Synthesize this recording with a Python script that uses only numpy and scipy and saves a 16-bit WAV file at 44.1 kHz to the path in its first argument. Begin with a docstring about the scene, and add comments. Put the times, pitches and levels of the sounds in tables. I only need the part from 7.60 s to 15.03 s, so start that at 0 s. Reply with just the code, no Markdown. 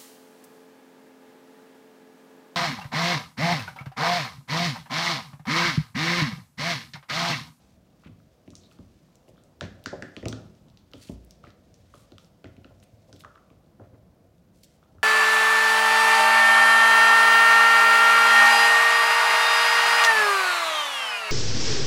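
"""A small room with a ribbed mat on a wooden floor, a phone close by: a puppy tosses and chases a hollow toy.
Claws, teeth and buckles tick and the rubber toy knocks, as short damped partials with a crack and a snap.
Paws and toy thump the floor as decaying modes; drags and scuffs over the mat are grainy noise.
Wall echoes and a noise tail answer from the room, over a low household rumble and a faint hiss."""
import sys
import numpy as np
from scipy import signal
from scipy.fft import rfft, irfft, next_fast_len
from scipy.io import wavfile
from scipy.ndimage import uniform_filter1d

SR = 44100
rng = np.random.default_rng(int(sys.argv[2]) if len(sys.argv) > 2 else 0)


def generate_wav(sig):
    """Save sig (samples, or channels by samples) to the path in sys.argv[1] as 16-bit PCM at SR."""
    pcm = np.round(np.clip(np.atleast_2d(sig).T, -1, 1) * 32767).astype(np.int16)
    wavfile.write(sys.argv[1], SR, pcm)


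N = 327663

# Paws and toy land on the boards.
# Each row: start in seconds, peak level in dB, pitch in Hz, share of the deep boards in dB.
LANDINGS = [(0.457, -36, 130, -5), (0.49, -38.5, 130, -3), (0.876, -36.5, 260, -6.5),
            (0.92, -40, 160, -1.5), (1.188, -37.5, 163, -6.5), (1.681, -44, 416, -4),
            (2.014, -27, 516, -3.5), (2.029, -28.5, 174, -6), (2.261, -28.5, 283, -9),
            (2.327, -26, 490, -13), (2.421, -31.5, 290, -7), (2.567, -33.5, 280, -14),
            (2.628, -28.5, 316, -3), (2.657, -20.5, 277, -4), (2.684, -28.5, 240, -1),
            (2.729, -30.5, 266, -6.5), (3.055, -46.5, 179, -9), (3.337, -37.5, 282, -5),
            (3.493, -26, 214, -5.5), (3.835, -43.5, 590, 4), (3.873, -39, 256, 1), (4.34, -42.5, 427, -4),
            (4.519, -41, 260, -3), (4.842, -35, 274, -3), (4.976, -39.5, 236, 0), (5.05, -42.5, 299, -2),
            (5.106, -45.5, 627, 8), (5.329, -44, 150, 3), (5.488, -44.5, 525, 3), (5.529, -41, 291, -4),
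            (5.649, -45, 641, -4), (5.908, -44, 218, -2.5), (6.196, -38.5, 430, 0),
            (6.327, -42.5, 300, 4.5), (7.35, -45.5, 200, 4)]


def undb(db):
    """Amplitude factor of a level in dB."""
    return 10 ** (np.asarray(db) / 20)


def unit(x):
    """Scale a sound to an rms of 1."""
    return x / np.sqrt(np.mean(x ** 2))


def decay(t, t60):
    """Exponential fade that has lost 60 dB after t60 seconds."""
    return np.exp(-np.log(1000) * t / t60)


def curve(table):
    """Rows of (seconds, value) joined by straight lines."""
    return np.interp(np.arange(N) / SR, *np.transpose(table))


def band(x, lo_hz, hi_hz):
    """Keep the sound between two frequencies."""
    return signal.sosfilt(signal.butter(2, [lo_hz, hi_hz], "bandpass", fs=SR, output="sos"), x)


def walk(rate):
    """Random levels held 1 / rate seconds and slewed, scaled to an rms of 1."""
    hold = int(SR / rate)
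    steps = np.repeat(rng.standard_normal(N // hold + 1), hold)
    return unit(uniform_filter1d(steps, hold)[:N])


def add(out, s, sound):
    """Lay a sound into a track at time s."""
    i = int(s * SR)
    out[..., i:i + sound.shape[-1]] += sound[..., :out.shape[-1] - i]


def stirred():
    """Level of the rumble: steady, with a fading lift after every landing."""
    rumble_db = -58.5
    after_db, after_s = -25, 0.088  # lift relative to the landing's peak, time constant of its power
    t = np.arange(SR) / SR
    power = np.full(N, undb(rumble_db) ** 2)
    for s, db, *_ in LANDINGS:
        add(power, s, undb(db + after_db) ** 2 * np.exp(-t / after_s))
    return np.sqrt(power)


def rumble():
    """Shaped noise whose low bands wander on their own and swell after landings, under a steady hiss."""
    # Colour of the room's background. Each row: frequency in Hz, relative density in dB per Hz.
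    colour = [(15, -52), (25, -14), (59, -2.5), (137, -3.5), (170, -2), (285, -10), (394, -14), (427, -19),
              (463, -12.5), (659, -14), (863, -23), (1330, -28.5), (1890, -35), (16000, -62.5)]
    hiss_db = -80
    hz_points, db_points = np.transpose(colour)
    size = next_fast_len(N)
    hz = np.linspace(1, SR / 2, size // 2 + 1)
    spectrum = rfft(rng.standard_normal(size))
    spectrum = spectrum * undb(np.interp(np.log(hz), np.log(hz_points), db_points))
    edges = [0, 80, 140, 240, 420, 750, 1400, SR]  # Hz; the last band is the hiss
    *lows, hiss = (irfft(spectrum * ((hz >= lo) & (hz < hi)), size)[:N] for lo, hi in zip(edges, edges[1:]))
    bass = sum(part * undb(1.8 * walk(7)) for part in lows)
    return unit(bass) * stirred() + unit(hiss) * undb(hiss_db)


def room(send):
    """A few wall echoes and a diffuse noise tail that dies faster in the treble."""
    # Decay of the room by band. 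Each row: band centre in Hz, 60 dB decay time in seconds.
    decay_bands = [(400, 0.74), (1500, 0.49), (4000, 0.43), (6500, 0.32), (11000, 0.08)]
    # First returns from the walls. Each row: delay in milliseconds, level in dB.
    wall_echoes = [(7.8, -11.5), (15.2, -15), (31, -24), (47, -21)]
    tail_db = 0  # total energy of the tail
    t = np.arange(SR // 2) / SR
    tail = np.zeros(len(t))
    for hz, t60 in decay_bands:
        noise = band(rng.standard_normal(len(t)), hz / 2.11, min(hz * 2.17, SR * .45))
        tail += noise * decay(t, t60)
    tail = tail * (1 - np.exp(-t / 0.0022))
    tail = undb(tail_db) * tail / np.sqrt(np.sum(tail ** 2))
    for ms, db in wall_echoes:
        tail[int(ms * SR / 1000)] += undb(db)
    return signal.fftconvolve(send, tail)[:N]


def scuff():
    """Fine grains from fur and the ribs of the mat, in a middle and a steady top band."""
    # Faint rustle of fur and mat. 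Each row: time in seconds, level of the middle band in dB.
    rustle_levels = [(0.0, -69), (0.16, -76), (0.91, -75), (1.06, -71.5), (2.0, -75.5), (2.63, -67),
                     (3.17, -76.5), (3.58, -72), (3.95, -76), (4.41, -69), (4.65, -77.5), (5.67, -72.5),
                     (5.98, -78), (6.93, -79.5), (7.1, -75), (7.43, -78.5)]
    top_db = -79.5
    mid = unit(undb(1.23 * walk(150)) * band(rng.standard_normal(N), 1400, 6450))
    top = unit(undb(.8 * walk(150)) * band(rng.standard_normal(N), 8500, 22000))
    return undb(curve(rustle_levels)) * mid + undb(top_db) * top


def tones(events, rise_cycles):
    """Single modes that swell with a time constant of rise_cycles and die away."""
    out, t = np.zeros(N), np.arange(SR // 2) / SR
    for s, db, hz, t60 in events:
        fade = decay(t, t60) * (1 - np.exp(-t * hz / rise_cycles))
        add(out, s, undb(db) * fade * np.sin(2 * np.pi * hz * t))
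    return out


def jingle():
    """A harness ring is flicked and two of its modes, close in pitch, beat."""
    # Modes of the ring. Each row: start in seconds, level in dB, frequency in Hz, 60 dB decay time in seconds.
    ring_modes = [(2.685, -66, 15050, .2), (2.685, -68, 15200, .2)]
    return tones(ring_modes, rise_cycles=3)


def booms():
    """The toy drops with the puppy's weight behind it and the joists boom, each on one low mode."""
    # Heavy drops. Each row: start in seconds, level in dB, frequency in Hz, 60 dB decay time in seconds.
    drops = [(2.03, -54, 59, .5), (2.67, -50, 62, .5), (3.50, -38, 59, 0.68)]
    return tones(drops, rise_cycles=.8)


def drags():
    """A paw, fur or the toy drags over the mat's ribs: noise around a pitch swells and fades in uneven grains."""
    # Each row: start in seconds, length in seconds, level in dB before swell and grain, pitch in Hz,
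    # breadth in octaves to each side, top band in dB relative to the middle.
    strokes = [(.0, 0.17, -75, 3950, 1.1, -16), (0.388, 0.053, -75, 3000, 1.1, -12),
               (0.436, 0.052, -58.5, 1480, 0.8, -24), (.95, .06, -65, 6260, 0.24, -20),
               (1.0, 0.088, -67, 4000, 0.15, -18), (1.67, 0.037, -71.5, 4000, 1.3, -8),
               (1.769, .05, -71, 3380, .15, -20), (3.39, .1, -64, 4380, .12, -20),
               (1.088, 0.079, -68.5, 3000, 1.4, -13), (2.011, 0.065, -51.5, 1500, 0.87, -30),
               (3.34, .22, -61.5, 3920, 1.15, -12), (3.819, 0.098, -66, 2000, 1.1, -17),
               (4.309, 0.16, -68, 4500, 1.2, -9), (4.581, 0.12, -73, 4000, 1.4, -8),
               (5.221, 0.025, -67, 3980, 1.5, -14), (5.471, 0.039, -72, 4000, 1, -12),
               (5.526, 0.06, -69.5, 4500, 0.8, -11), (5.586, .04, -61.5, 5000, 1.1, -7),
               (6.199, .07, -62.5, 700, 0.83, -30), (6.32, 0.048, -65, 700, .9, -30),
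               (6.925, 0.12, -73.5, 5500, 0.85, -6), (7.028, 0.026, -58.5, 5000, 0.6, -2),
               (7.054, 0.15, -75.5, 4480, 1.1, -13)]
    out, grain = np.zeros(N), undb(2.95 * walk(300) + 1.4 * walk(40))
    for s, length, db, hz, breadth, top_db in strokes:
        count = int(length * SR)
        mid = band(rng.standard_normal(count), hz / 2 ** breadth, min(hz * 2 ** breadth, 12000))
        top = band(rng.standard_normal(count), 8000, 22000)
        swell = np.sin(np.pi * np.arange(count) / count) ** .7
        swell = swell * grain[int(s * SR):][:count]
        add(out, s, undb(db) * swell * (unit(mid) + undb(top_db) * unit(top)))
    return out


def thumps():
    """A soft landing sets off the floor modes near its own pitch; weight also reaches the deep boards and joists."""
    # Floor and room modes, varied a little at each landing.
    # Each row: frequency in Hz, relative level in dB, 60 dB decay time in seconds.
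    floor_modes = [(59, -9, .6), (91.7, 3.5, 0.49), (110.1, 2.5, 0.43), (167, 0, 0.33), (199.4, -2.5, 0.28),
                   (224.8, -1, 0.23), (246, 0.5, 0.23), (266, 1, 0.25), (292.8, -0.5, 0.26),
                   (329.3, -1.5, 0.18), (370.8, -0.5, 0.22), (420, -2, .18), (469.7, -0.5, .16),
                   (536.3, 2.5, .2), (603.3, 3, .22), (689, 2, 0.17), (790, 1, .15), (897, 0, .13),
                   (1020, -0.5, 0.14)]
    deep_hz, joist_hz, joist_db = 130, 70, -12  # the deep boards and, lower still, the joists
    reach_octaves = 0.79  # a mode this far from the landing's pitch gets 7 dB less
    rise_s = 0.0038
    out, t = np.zeros(N), np.arange(SR // 3) / SR
    hz, mode_db, t60 = (c[:, None] for c in np.transpose(floor_modes))
    for s, db, pitch_hz, deep_db in LANDINGS:
        place_db, detune, phase = rng.standard_normal((3, len(floor_modes), 1))
        near_db = -7 * np.abs(np.log2(hz / pitch_hz) / reach_octaves) ** 1.25
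        share_db = np.where(hz < joist_hz, joist_db, np.where(hz < deep_hz, deep_db, near_db))
        # a quick first drop as the landing body damps the boards, then the slower ring
        fade = decay(t, t60) * (1 + 1.8 * np.exp(-t / 0.009))
        rise = (1 - np.exp(-t * hz * 1.87)) * (1 - np.exp(-t / rise_s))
        modes = np.sin(2 * np.pi * hz * (1 + 0.0257 * detune) * t + 1.52 * phase)
        ring = np.sum(undb(mode_db + share_db + 1.4 * place_db) * fade * rise * modes, axis=0)
        add(out, s, undb(db) * ring / np.abs(ring).max())
    return out


def rings(events, cycles, send_db, spread, second):
    """Each blow swells and rings two quickly damped partials behind a broad crack and a thin snap.
    Returns rows: direct sound, ring sent to the room, crack sent to the room."""
    ring_top_hz = 8000  # the rings carry little above this
    out, t = np.zeros((3, N)), np.arange(1024) / SR
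    crack = band(band(1. * (t == 0), 2250, 7000), 1200, 7000)
    crack = crack / np.abs(crack).max()
    snaps = band(rng.standard_normal((len(events), len(t))), 9100, 18000) * np.exp(-t / .001)
    # floor and fur close by scatter the direct sound over the next few milliseconds
    early = t[:256]
    scatters = 0.078 * rng.standard_normal((len(events), 256)) * np.exp(-early / 0.0016)
    scatters = scatters + 0.72 * (early == 0)
    for (s, db, hz, crack_db, snap_db), snap, scatter in zip(events, snaps, scatters):
        age = 5 * t * hz / cycles  # reaches 5 after the given cycles, when the ring has mostly died
        pair = np.sin(2 * np.pi * hz * t) + second * np.sin(2 * np.pi * hz * spread * t)
        ring = band(age * np.exp(-age) * pair, 500, ring_top_hz)
        ring = ring / np.abs(ring).max()
        blow = undb(crack_db) * crack
        near = np.convolve(ring + blow, scatter)[:len(t)]
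        near = near / np.abs(near).max() + undb(snap_db) * snap
        levels = undb([[db], [db + send_db], [db + send_db]])
        add(out, s, levels * np.array([near, ring, blow]))
    return out


def faint_ticks():
    """Tick rows at random moments, with levels and pitches scattered about a middle value."""
    count = 12
    middle_db, scatter_db, middle_hz, scatter_octaves = -59.5, 1, 4500, .4
    crack_db, snap_db = -9, -20
    when = rng.random(count) * N / SR
    size, pitch = rng.standard_normal((2, count))
    return [(s, middle_db + scatter_db * a, middle_hz * 2 ** (scatter_octaves * b), crack_db, snap_db)
            for s, a, b in zip(when, size, pitch)]


def ticks():
    """Claws, teeth and buckles tick: very short rings with a wide second partial."""
    # Each row: start in seconds, peak in dB before the snap, pitch in Hz, crack in dB and snap in dB
    # relative to the ring and to that peak.
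    tick_rows = [(0.4504, -47, 2580, -15, -32), (0.4714, -53, 2920, -5, -24),
                 (0.8776, -44.5, 2570, -7, -26), (0.9045, -38.5, 6700, -4, -33),
                 (0.9538, -29.5, 6040, -20, -32), (0.9664, -40, 6410, -14, -33),
                 (1.036, -48, 4100, -13, -21), (1.1133, -49, 3080, -10, -16), (1.1877, -52, 3770, -14, -21),
                 (1.5555, -43, 7040, -15, -10), (1.682, -49, 2840, -12, -17), (1.7709, -55, 3420, -8, -18),
                 (1.8372, -45, 8400, -10, -20), (2.0098, -22.5, 3900, -2.5, -36),
                 (2.027, -33, 2200, -6, -40), (2.042, -42, 3300, -9, -40), (2.240, -40, 3830, 5, -3),
                 (2.2598, -19.5, 4720, 0, -25), (2.4235, -29, 2540, -1, -38), (2.5659, -26, 3130, -6, -43),
                 (2.6279, -48, 2570, 5, -21), (2.6563, -25.5, 2700, -1.5, -28),
                 (2.684, -19, 5850, -14, -18), (2.7267, -26.5, 4030, -20, -32), (2.951, -52, 5380, -5, -23),
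                 (3.0844, -51, 3980, -1, -24), (3.1004, -49, 4030, -7, -24), (3.1732, -39.5, 4270, -8, -20),
                 (3.316, -48, 4200, 2, -11), (3.3352, -31, 3360, -15, -21), (3.488, -41, 3000, -9, -24),
                 (3.6482, -51, 9500, -22, 3), (3.7088, -35, 5640, -9, -11), (3.8492, -45, 2600, -15, -26),
                 (3.9044, -43.5, 4180, -9, -21), (4.142, -41.5, 6430, -3, -20),
                 (4.1619, -53, 6770, -8, -25), (4.3442, -45, 3190, -13, -19), (4.5201, -42, 4100, -10, -21),
                 (4.5822, -37, 3700, 1, -22), (4.6462, -44, 5160, -9, -24), (4.8432, -38, 3200, -6, -38),
                 (4.8714, -49, 5000, -9, -29), (4.9667, -45.5, 2760, -5, -28), (5.045, -40, 2860, -21, -38),
                 (5.2011, -47.5, 6400, -11, -19), (5.228, -44.5, 2560, -10, -25),
                 (5.5284, -34.5, 5450, -9, -32), (5.563, -42.5, 3900, -11, -14),
                 (5.6064, -38, 3540, -13, -19), (5.7548, -49, 2920, -12, -23), (5.9025, -49, 2520, -9, -22),
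                 (7.0349, -38.5, 4900, -8, -10), (7.0436, -39, 7850, -9, -19),
                 (7.2372, -55, 3260, -17, -13)]
    return rings(tick_rows + faint_ticks(), cycles=3.17, send_db=-7.5, spread=1.344, second=0.38)


def knocks():
    """The hollow toy is knocked or bitten: its cavity rings longer, and a squeeze shifts its pitch."""
    # Each row: start in seconds, peak in dB before the snap, cavity pitch in Hz.
    toy_blows = [(0.436, -48.5, 1180), (0.601, -56, 1320), (0.934, -52.5, 1220), (1.1174, -51, 1360),
                 (1.1887, -51.5, 1180), (1.486, -54.5, 1020), (1.7599, -57, 1320), (1.779, -51.5, 1360),
                 (2.0098, -26, 1620), (2.26, -21, 1560), (2.4239, -24.5, 1650), (2.5661, -40, 1220),
                 (2.6285, -38, 1880), (2.6567, -35.5, 1190), (2.728, -33, 1410), (3.3256, -53, 1290),
                 (3.3352, -43.5, 1360), (3.8397, -39, 1290), (3.8698, -44.5, 1920), (4.339, -40.5, 1180),
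                 (4.5206, -52, 1420), (4.5822, -47, 1320), (4.8441, -41, 1450), (4.856, -43, 2100),
                 (5.0462, -44.5, 1410), (5.5283, -49.5, 1500), (5.6373, -41.5, 1270), (5.6475, -32, 1300),
                 (5.7576, -41.5, 1230), (5.7775, -48, 1400), (5.903, -53.5, 1120), (6.197, -51, 1390),
                 (7.2284, -50.5, 1290), (7.384, -50, 1320)]
    crack_db, snap_db = -15, -40
    events = [(*row, crack_db, snap_db) for row in toy_blows]
    return rings(events, cycles=5.5, send_db=-5, spread=1.174, second=.15)


def scene():
    """The puppy and toy heard directly and by way of the room, over the background."""
    direct, ring, crack = ticks() + knocks()
    rub, thud = drags(), thumps()
    # ring and crack each get their own random room tail, so the two do not cancel
    walls = room(ring + 0.28 * rub) + room(crack + .28 * thud)
    floor = thud + booms()
    background = scuff() + rumble()
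    return (direct + rub + walls + floor + jingle() + background)[None]


def record(dry):
    """Drop the deepest bass and leave next to nothing above 16 kHz."""
    low_hz, top_hz = 41, 16000
    dry = signal.sosfilt(signal.butter(4, low_hz, "highpass", fs=SR, output="sos"), dry)
    return signal.sosfilt(signal.ellip(10, .2, 60, top_hz, fs=SR, output="sos"), dry)


dry = scene()
out = record(dry)
generate_wav(out)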